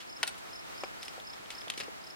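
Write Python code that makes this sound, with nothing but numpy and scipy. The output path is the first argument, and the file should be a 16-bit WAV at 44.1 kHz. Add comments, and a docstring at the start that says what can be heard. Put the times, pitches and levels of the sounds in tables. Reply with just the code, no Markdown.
"""A hiker on a stony path, close to the stereo microphone and slightly left, in a mountain meadow.
A metal pole tip strikes rock and rebounds; boots knock on bedded stones, thump on earth and crunch
gravel, and pebbles clack together. Nearby, straight ahead, a field cricket chirps by scraping its wings.
Slope and wood return a faint echo. Dry stalks tick, and behind it all lies a wide, soft hush of air
in grass and trees."""
import sys
import numpy as np
from scipy import signal
from scipy.fft import rfft, irfft, next_fast_len
from scipy.io import wavfile
from scipy.ndimage import uniform_filter1d

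SR = 44100
rng = np.random.default_rng(int(sys.argv[2]) if len(sys.argv) > 2 else 0)


def to_wav(sig):
    """Store sig (one row per channel, or 1-D mono) as 16-bit WAV at the path in sys.argv[1].

    Samples outside -1..1 are clipped; the rate is SR.
    """
    pcm = np.clip(np.atleast_2d(sig), -1, 1) * 32767
    pcm = np.round(pcm).astype(np.int16)
    wavfile.write(sys.argv[1], SR, pcm.T)  # frames by channels


N = 94815
T = np.arange(N) / SR
AGE = T[:N // 16]  # time since the start of a short sound
FREQS = np.maximum(np.arange(2049) * SR / 4096, 1)

# pole tip on rock: t/s, level/dB, tilt/(dB/octave), chatter decay/s, chatter/dB, shaft f/Hz, shaft/dB
POLE_STRIKES = [(0.2306, 1, .5, .003, 1.5, 8780, -35), (0.235, -4, -3, 0.0034, 22, 9000, -54),
                (0.2696, -17, 3, .003, 7, 9200, -62), (0.2756, -6.5, 3.5, 0.0075, 18, 8460, -33)]
# modes of tip and rock: f/Hz, t60/s, level/dB
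TIP_ROCK_MODES = [(524, 0.044, -21), (756, 0.044, 4), (970, 0.015, -1.5), (1418, 0.032, 9),
                  (2360, .03, -17), (2667, 0.036, 4), (2940, 0.06, 3), (3500, 0.02, -3), (4530, 0.032, -9),
                  (5840, 0.053, -1), (7900, .02, -16)]
# spectrum of the tip's crack: f/Hz, level/dB
CRACK_SPECTRUM = [(60, -57), (200, -20), (500, -7.5), (1200, -2), (2000, -0.5), (3200, 7), (5000, 0),
                  (7000, -8), (11000, -5), (16000, -26)]
# boots on bedded stones: t/s, level/dB, f/Hz, grit against knock/dB
BOOT_KNOCKS = [(0.207, -29, 230, -18), (.8356, -5.5, 561, -4), (1.179, -23, 560, -12),
               (1.406, -32, 218, -12), (1.674, -24, 650, -11), (1.776, -23.5, 320, -16),
               (1.802, -21, 423, 0), (1.882, -20, 527, -23)]
# modes of a bedded stone: ratio to the knock's pitch, t60/s, level/dB
STONE_MODES = [(.62, 0.028, -6.5), (.82, 0.021, -2.5), (1, 0.015, -1.5), (1.36, 0.026, -3.5)]
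# spectrum of grit between sole and stone: f/Hz, level/dB
GRIT_SPECTRUM = [(60, -35), (200, -12), (500, -8.5), (1400, 1.5), (2000, -1), (2600, 3), (3500, -13),
                 (7000, -17), (16000, -44)]
# pebbles colliding: t/s, level/dB, tilt/(dB/octave)
PEBBLE_CLACKS = [(0.343, -31, -0.5), (1.2, -25.5, 0.5), (1.336, -29.5, -4.5), (1.459, -27, -6),
                 (1.616, -24.5, 0), (1.681, -21.5, 1), (1.7005, -6.5, 1.5), (1.72, -24, -3),
                 (1.738, -21.5, 0.5)]
# modes of a pebble: f/Hz, t60/s, level/dB
CLACK_MODES = [(1213, 0.044, -1.5), (1870, 0.01, 1.5), (2270, .014, -26), (3070, .01, 8.5),
               (3580, 0.0075, 7), (4280, 0.0055, -24), (5740, 0.0063, -14), (7860, 0.0061, -29),
               (9300, .005, -10), (10700, .005, -7)]
# gravel shifting under a sole: t/s, level/dB, decay/s, tilt/(dB/octave)
GRAVEL_CRUNCHES = [(.004, -17, 0.024, 0), (0.379, -25, 0.016, 6), (1.029, -15, 0.0075, 2.5),
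                   (1.049, -21.5, 0.018, 7), (1.081, -16.5, 0.0032, -0.5), (1.504, -13.5, .005, 0),
                   (1.512, -19.5, 0.016, 2), (1.776, -12, 0.0093, 1.5), (1.792, -21.5, .006, 7),
                   (1.801, -10.5, .003, -1.5), (1.8061, -9.5, 0.011, -3), (1.834, -20, 0.008, 0)]
# spectrum of gravel: f/Hz, level/dB
GRAVEL_SPECTRUM = [(60, -29), (200, -16), (500, -12), (1200, -7.5), (2000, 1), (3300, 3.5), (5000, -2.5),
                   (7000, -7), (11000, -8), (16000, -32.5)]
# boots on bare earth: t/s, level/dB
EARTH_THUMPS = [(.205, -26), (0.286, -32), (1.396, -33), (1.671, -34.5), (1.825, -30)]
# spectrum of a thump on soil: f/Hz, level/dB
EARTH_SPECTRUM = [(30, -3), (70, -7.5), (150, 0), (260, -1), (500, -12), (2000, -40), (16000, -62)]
# cricket chirps: first loud stroke t/s, gap to the second/s, gap on to the third/s, level/dB
CRICKET_CHIRPS = [(.102, .028, .040, -43), (.535, 0.025, 0.037, -42), (.783, .028, 0.034, -42.5),
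                  (1.025, .032, 0.03, -42.5), (1.276, 0.028, 0.031, -43), (1.553, .032, 0.027, -43),
                  (1.779, 0.029, 0.03, -44.5), (2.043, 0.03, .034, -42.5)]
# spectrum of the wing file's rasp: f/Hz, level/dB
RASP_SPECTRUM = [(2000, -34), (3800, -19), (4800, 9), (5300, 5), (6000, -13), (10000, -15), (16000, -36)]
# spectrum of the hush common to both channels: f/Hz, level/dB
HUSH_MID_SPECTRUM = [(15, -40), (25, 5), (114, -10), (326, -1.5), (516, -3.5), (754, -0.5), (988, -2),
                     (1100, -2.5), (1330, 0.5), (1480, -2.5), (1840, -3), (3340, -8), (4250, -8.5),
                     (16000, -23)]
# spectrum of the hush opposed in the two channels: f/Hz, level/dB
HUSH_SIDE_SPECTRUM = [(15, -49), (25, -5), (84, -5.5), (223, -4), (317, -3.5), (575, -5), (659, -1),
                      (775, -2), (1160, -4), (1610, -6.5), (1940, -8), (3080, -12), (7110, -20),
                      (16000, -32)]
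# slow rise and fall of the hush: t/s, level/dB
HUSH_SWELL = [(0, -1), (.3, 1.5), (.5, 0.5), (.9, 2), (1.3, -.5), (1.8, 2.5), (2.0, -1.5), (2.15, -1.5)]


def pole(crack_db=7, shaft_t60_s=0.095, shaft_split_hz=53):
    """Close by, the tip cracks on rock and chatters; the shaft rings on in a high, beating pair of tones."""
    out, body = np.zeros((2, N)), ring(TIP_ROCK_MODES)
    for start, db, tilt_db, decay, chatter_db, shaft_hz, shaft_db in POLE_STRIKES:
        clink = unit(through(body, colour([(300, 0), (9000, 0)], tilt_db)))
        crack = undb(crack_db) * colour(CRACK_SPECTRUM, tilt_db)
        add(out, start, undb(db) * through(contact(decay, chatter_db), unit(clink + crack)))
        shaft = np.sin(2 * np.pi * shaft_hz * AGE)
        shaft += .5 * np.sin(2 * np.pi * (shaft_hz + shaft_split_hz) * AGE)
        add(out, start, undb(shaft_db) * shaft * fade(AGE, shaft_t60_s))
    return out


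def boots(roll_s=0.0035):
    """A sole knocks a stone in its bed and rolls on: a short hollow note with some grit."""
    out, grit = np.zeros((2, N)), colour(GRIT_SPECTRUM)
    for start, db, hz, grit_db in BOOT_KNOCKS:
        body = ring([(hz * ratio, t60, mode_db) for ratio, t60, mode_db in STONE_MODES])
        add(out, start, undb(db) * through(contact(roll_s, chatter_db=-3.5), body))
        add(out, start, undb(db + grit_db) * through(contact(roll_s, chatter_db=22), grit))
    return out


def pebbles(ring_db=-0.5):
    """Small stones collide underfoot with a dry crack and a short bright ring."""
    out, body = np.zeros((2, N)), ring(CLACK_MODES)
    for start, db, tilt_db in PEBBLE_CLACKS:
        ringing = through(contact(decay_s=0.0018, chatter_db=-2.5), body)
        crack = through(contact(decay_s=0.0036, chatter_db=9), colour(GRAVEL_SPECTRUM, tilt_db))
        add(out, start, undb(db) * (crack + undb(ring_db) * ringing))
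    return out


def gravel():
    """Showers of grit as weight comes on to a sole."""
    out = np.zeros((2, N))
    for start, db, decay, tilt_db in GRAVEL_CRUNCHES:
        shower = contact(decay, chatter_db=28.5, grain_db=1.5)
        add(out, start, undb(db) * through(shower, colour(GRAVEL_SPECTRUM, tilt_db)))
    return out


def earth(decay_s=0.0065):
    """Soft, dull thumps of weight on the bare soil of the path."""
    out = np.zeros((2, N))
    for start, db in EARTH_THUMPS:
        add(out, start, undb(db) * through(contact(decay_s, chatter_db=27), colour(EARTH_SPECTRUM)))
    return out


def cricket(wing_hz=5256, lead_hz=4900, lead_s=.026, lead_db=-10.5, spread_hz=30, spread_db=0.44):
    """Ahead of the microphone, each chirp is a soft, scratchy, lower stroke and three loud ones."""
    song, half_span = np.zeros(N), AGE.mean()
    for first, gap1, gap2, db in CRICKET_CHIRPS:
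        add(song, first - lead_s - half_span, undb(db + lead_db) * wing_stroke(lead_hz, rasp_db=-9))
        for centre in np.cumsum([first, gap1, gap2]):
            pitch, force = rng.standard_normal(2)
            stroke = wing_stroke(wing_hz + spread_hz * pitch, rasp_db=-14.5)
            add(song, centre - half_span, undb(db + spread_db * force) * stroke)
    song *= 1 + 0.18 * wander(rate_hz=700)  # roughens the tone
    return song + echo(song, db=-13)


def wing_stroke(hz, rasp_db, half_length_s=0.00546, sag_hz=198, octave_db=-22):
    """A tone swells and fades inside a longer rasp, its pitch arching with the speed of the wing's file."""
    travel = (AGE - AGE.mean()) / (half_length_s * np.exp(0.17 * rng.standard_normal()))  # 0 mid-stroke
    phase = 2 * np.pi * np.cumsum(hz - sag_hz * np.minimum(travel ** 2, 3)) / SR
    tone = np.exp(-np.abs(travel) ** 3) * (np.sin(phase) + undb(octave_db) * np.sin(2 * phase))
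    rasp = through(rng.standard_normal(len(AGE)), colour(RASP_SPECTRUM))
    return tone + undb(rasp_db) * rasp * np.exp(-(travel / 2.15) ** 2)


def grass(ticks_per_s=16, db=-41):
    """Sparse, faint ticks of dry stalks and grit along the path."""
    ticks = (rng.random(N) < ticks_per_s / SR) * rng.uniform(.3, 1, N)
    snap = through(contact(decay_s=0.001, chatter_db=20), colour(GRAVEL_SPECTRUM, tilt_db=8.0))
    return undb(db) * through(ticks, snap)


def echo(x, db, t60_s=0.28, rise_s=0.0025):
    """Faint, dull scatter from the slope and the edge of the wood."""
    t = T[:N // 5]
    tail = rng.standard_normal((2, len(t))) * fade(t, t60_s) * (1 - np.exp(-t / rise_s))
    dull = colour([(200, 4), (1500, 1.5), (5000, -0.5), (14000, -17)])
    return undb(db) * through(x, unit(through(tail, dull)))


def hush(mid_db=-54, side_db=-46.5, flicker_db=1.12):
    """Air in grass and trees, far back and all round the microphone, its level gently flickering."""
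    mid, side = (
        undb(db + flicker_db * wander(rate_hz=17.9)) * through(rng.standard_normal(N), colour(spectrum))
        for spectrum, db in ((HUSH_MID_SPECTRUM, mid_db), (HUSH_SIDE_SPECTRUM, side_db)))
    swell = undb(np.interp(T, *np.array(HUSH_SWELL).T))
    return np.array([mid + side, mid - side]) * swell


def contact(decay_s, chatter_db, grain_db=2, width=0.44):
    """A sharp first touch, then a dying shower of tiny ones, scattered left and right."""
    grains = rng.standard_normal((2, len(AGE)))
    grains *= undb(grain_db * np.minimum(rng.exponential(size=len(AGE)), 4))
    shower = grains[0] + width * grains[1] * np.array([[1], [-1]])
    push = undb(chatter_db) * unit(shower * np.exp(-AGE / decay_s))
    push[:, 0] += 1  # the first touch
    return unit(push)


def ring(modes, low_cut_hz=152):
    """Response of damped modes (f/Hz, t60/s, level/dB); small bodies radiate little bass."""
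    t = T[:len(FREQS) - 1]
    motion = sum(undb(db) * unit(np.sin(2 * np.pi * hz * t) * fade(t, t60)) * (-1) ** (k // 2)
                 for k, (hz, t60, db) in enumerate(modes))
    return unit(signal.lfilter(*signal.butter(2, low_cut_hz, "high", fs=SR), motion))


def colour(points, tilt_db=0):
    """Causal response with a spectrum of (f/Hz, level/dB) points and a tilt per octave."""
    hz, db = np.array(points).T
    curve = np.interp(np.log(FREQS), np.log(hz), db) + tilt_db * np.log2(np.maximum(FREQS, hz[0]))
    half = len(FREQS) - 1
    cepstrum = irfft(np.log(undb(curve)))[:half]
    cepstrum[1:] *= 2  # minimum phase keeps the attack sharp
    return unit(irfft(np.exp(rfft(cepstrum, 2 * half)))[:half])


def wander(rate_hz):
    """Smooth random drift with a spread near one."""
    hold = max(int(SR / rate_hz), 2)
    steps = np.repeat(rng.standard_normal(N // hold + 1), hold)
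    return uniform_filter1d(uniform_filter1d(steps, hold), hold)[:N] * np.sqrt(2)


def through(x, response):
    """Pass a sound through an impulse response."""
    size = next_fast_len(x.shape[-1] + response.shape[-1], True)
    return irfft(rfft(x, size) * rfft(response, size), size)[..., :x.shape[-1]]


def fade(t, t60):
    """Exponential decay, 60 dB down at t60."""
    return np.exp(-np.log(1000) * t / t60)


def undb(db):
    """Decibels to gain."""
    return 10 ** (np.asarray(db) / 20)


def unit(x):
    """Scale to a mean energy of one per channel."""
    return x / np.sqrt(np.mean(np.sum(x ** 2, axis=-1)) + 1e-18)


def add(out, start, x):
    """Mix a short sound in at its time."""
    i = int(np.clip(start * SR, 0, N - 1))
    out[..., i:i + x.shape[-1]] += x[..., :N - i]


def scene():
    """From the microphone: the hiker slightly left, the cricket ahead, the meadow all round."""
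    lag_s, pan_db = .00004, 1.6  # the steps reach the right channel later and softer
    left, right = pole() + boots() + earth() + pebbles() + gravel() + grass()
    right = np.roll(right, round(lag_s * SR))
    path = np.array([left * undb(pan_db / 2), right * undb(-pan_db / 2)])
    return path + echo(left, db=-19) + cricket() + hush()


def record(dry):
    """The recorder drops the deepest bass and cuts the top steeply."""
    low_cut_hz, top_hz = 47, 16000
    thin = signal.sosfilt(signal.butter(4, low_cut_hz, "high", fs=SR, output="sos"), dry)
    return signal.sosfilt(signal.ellip(10, .2, 70, top_hz, fs=SR, output="sos"), thin)


dry = scene()
out = record(dry)
to_wav(out)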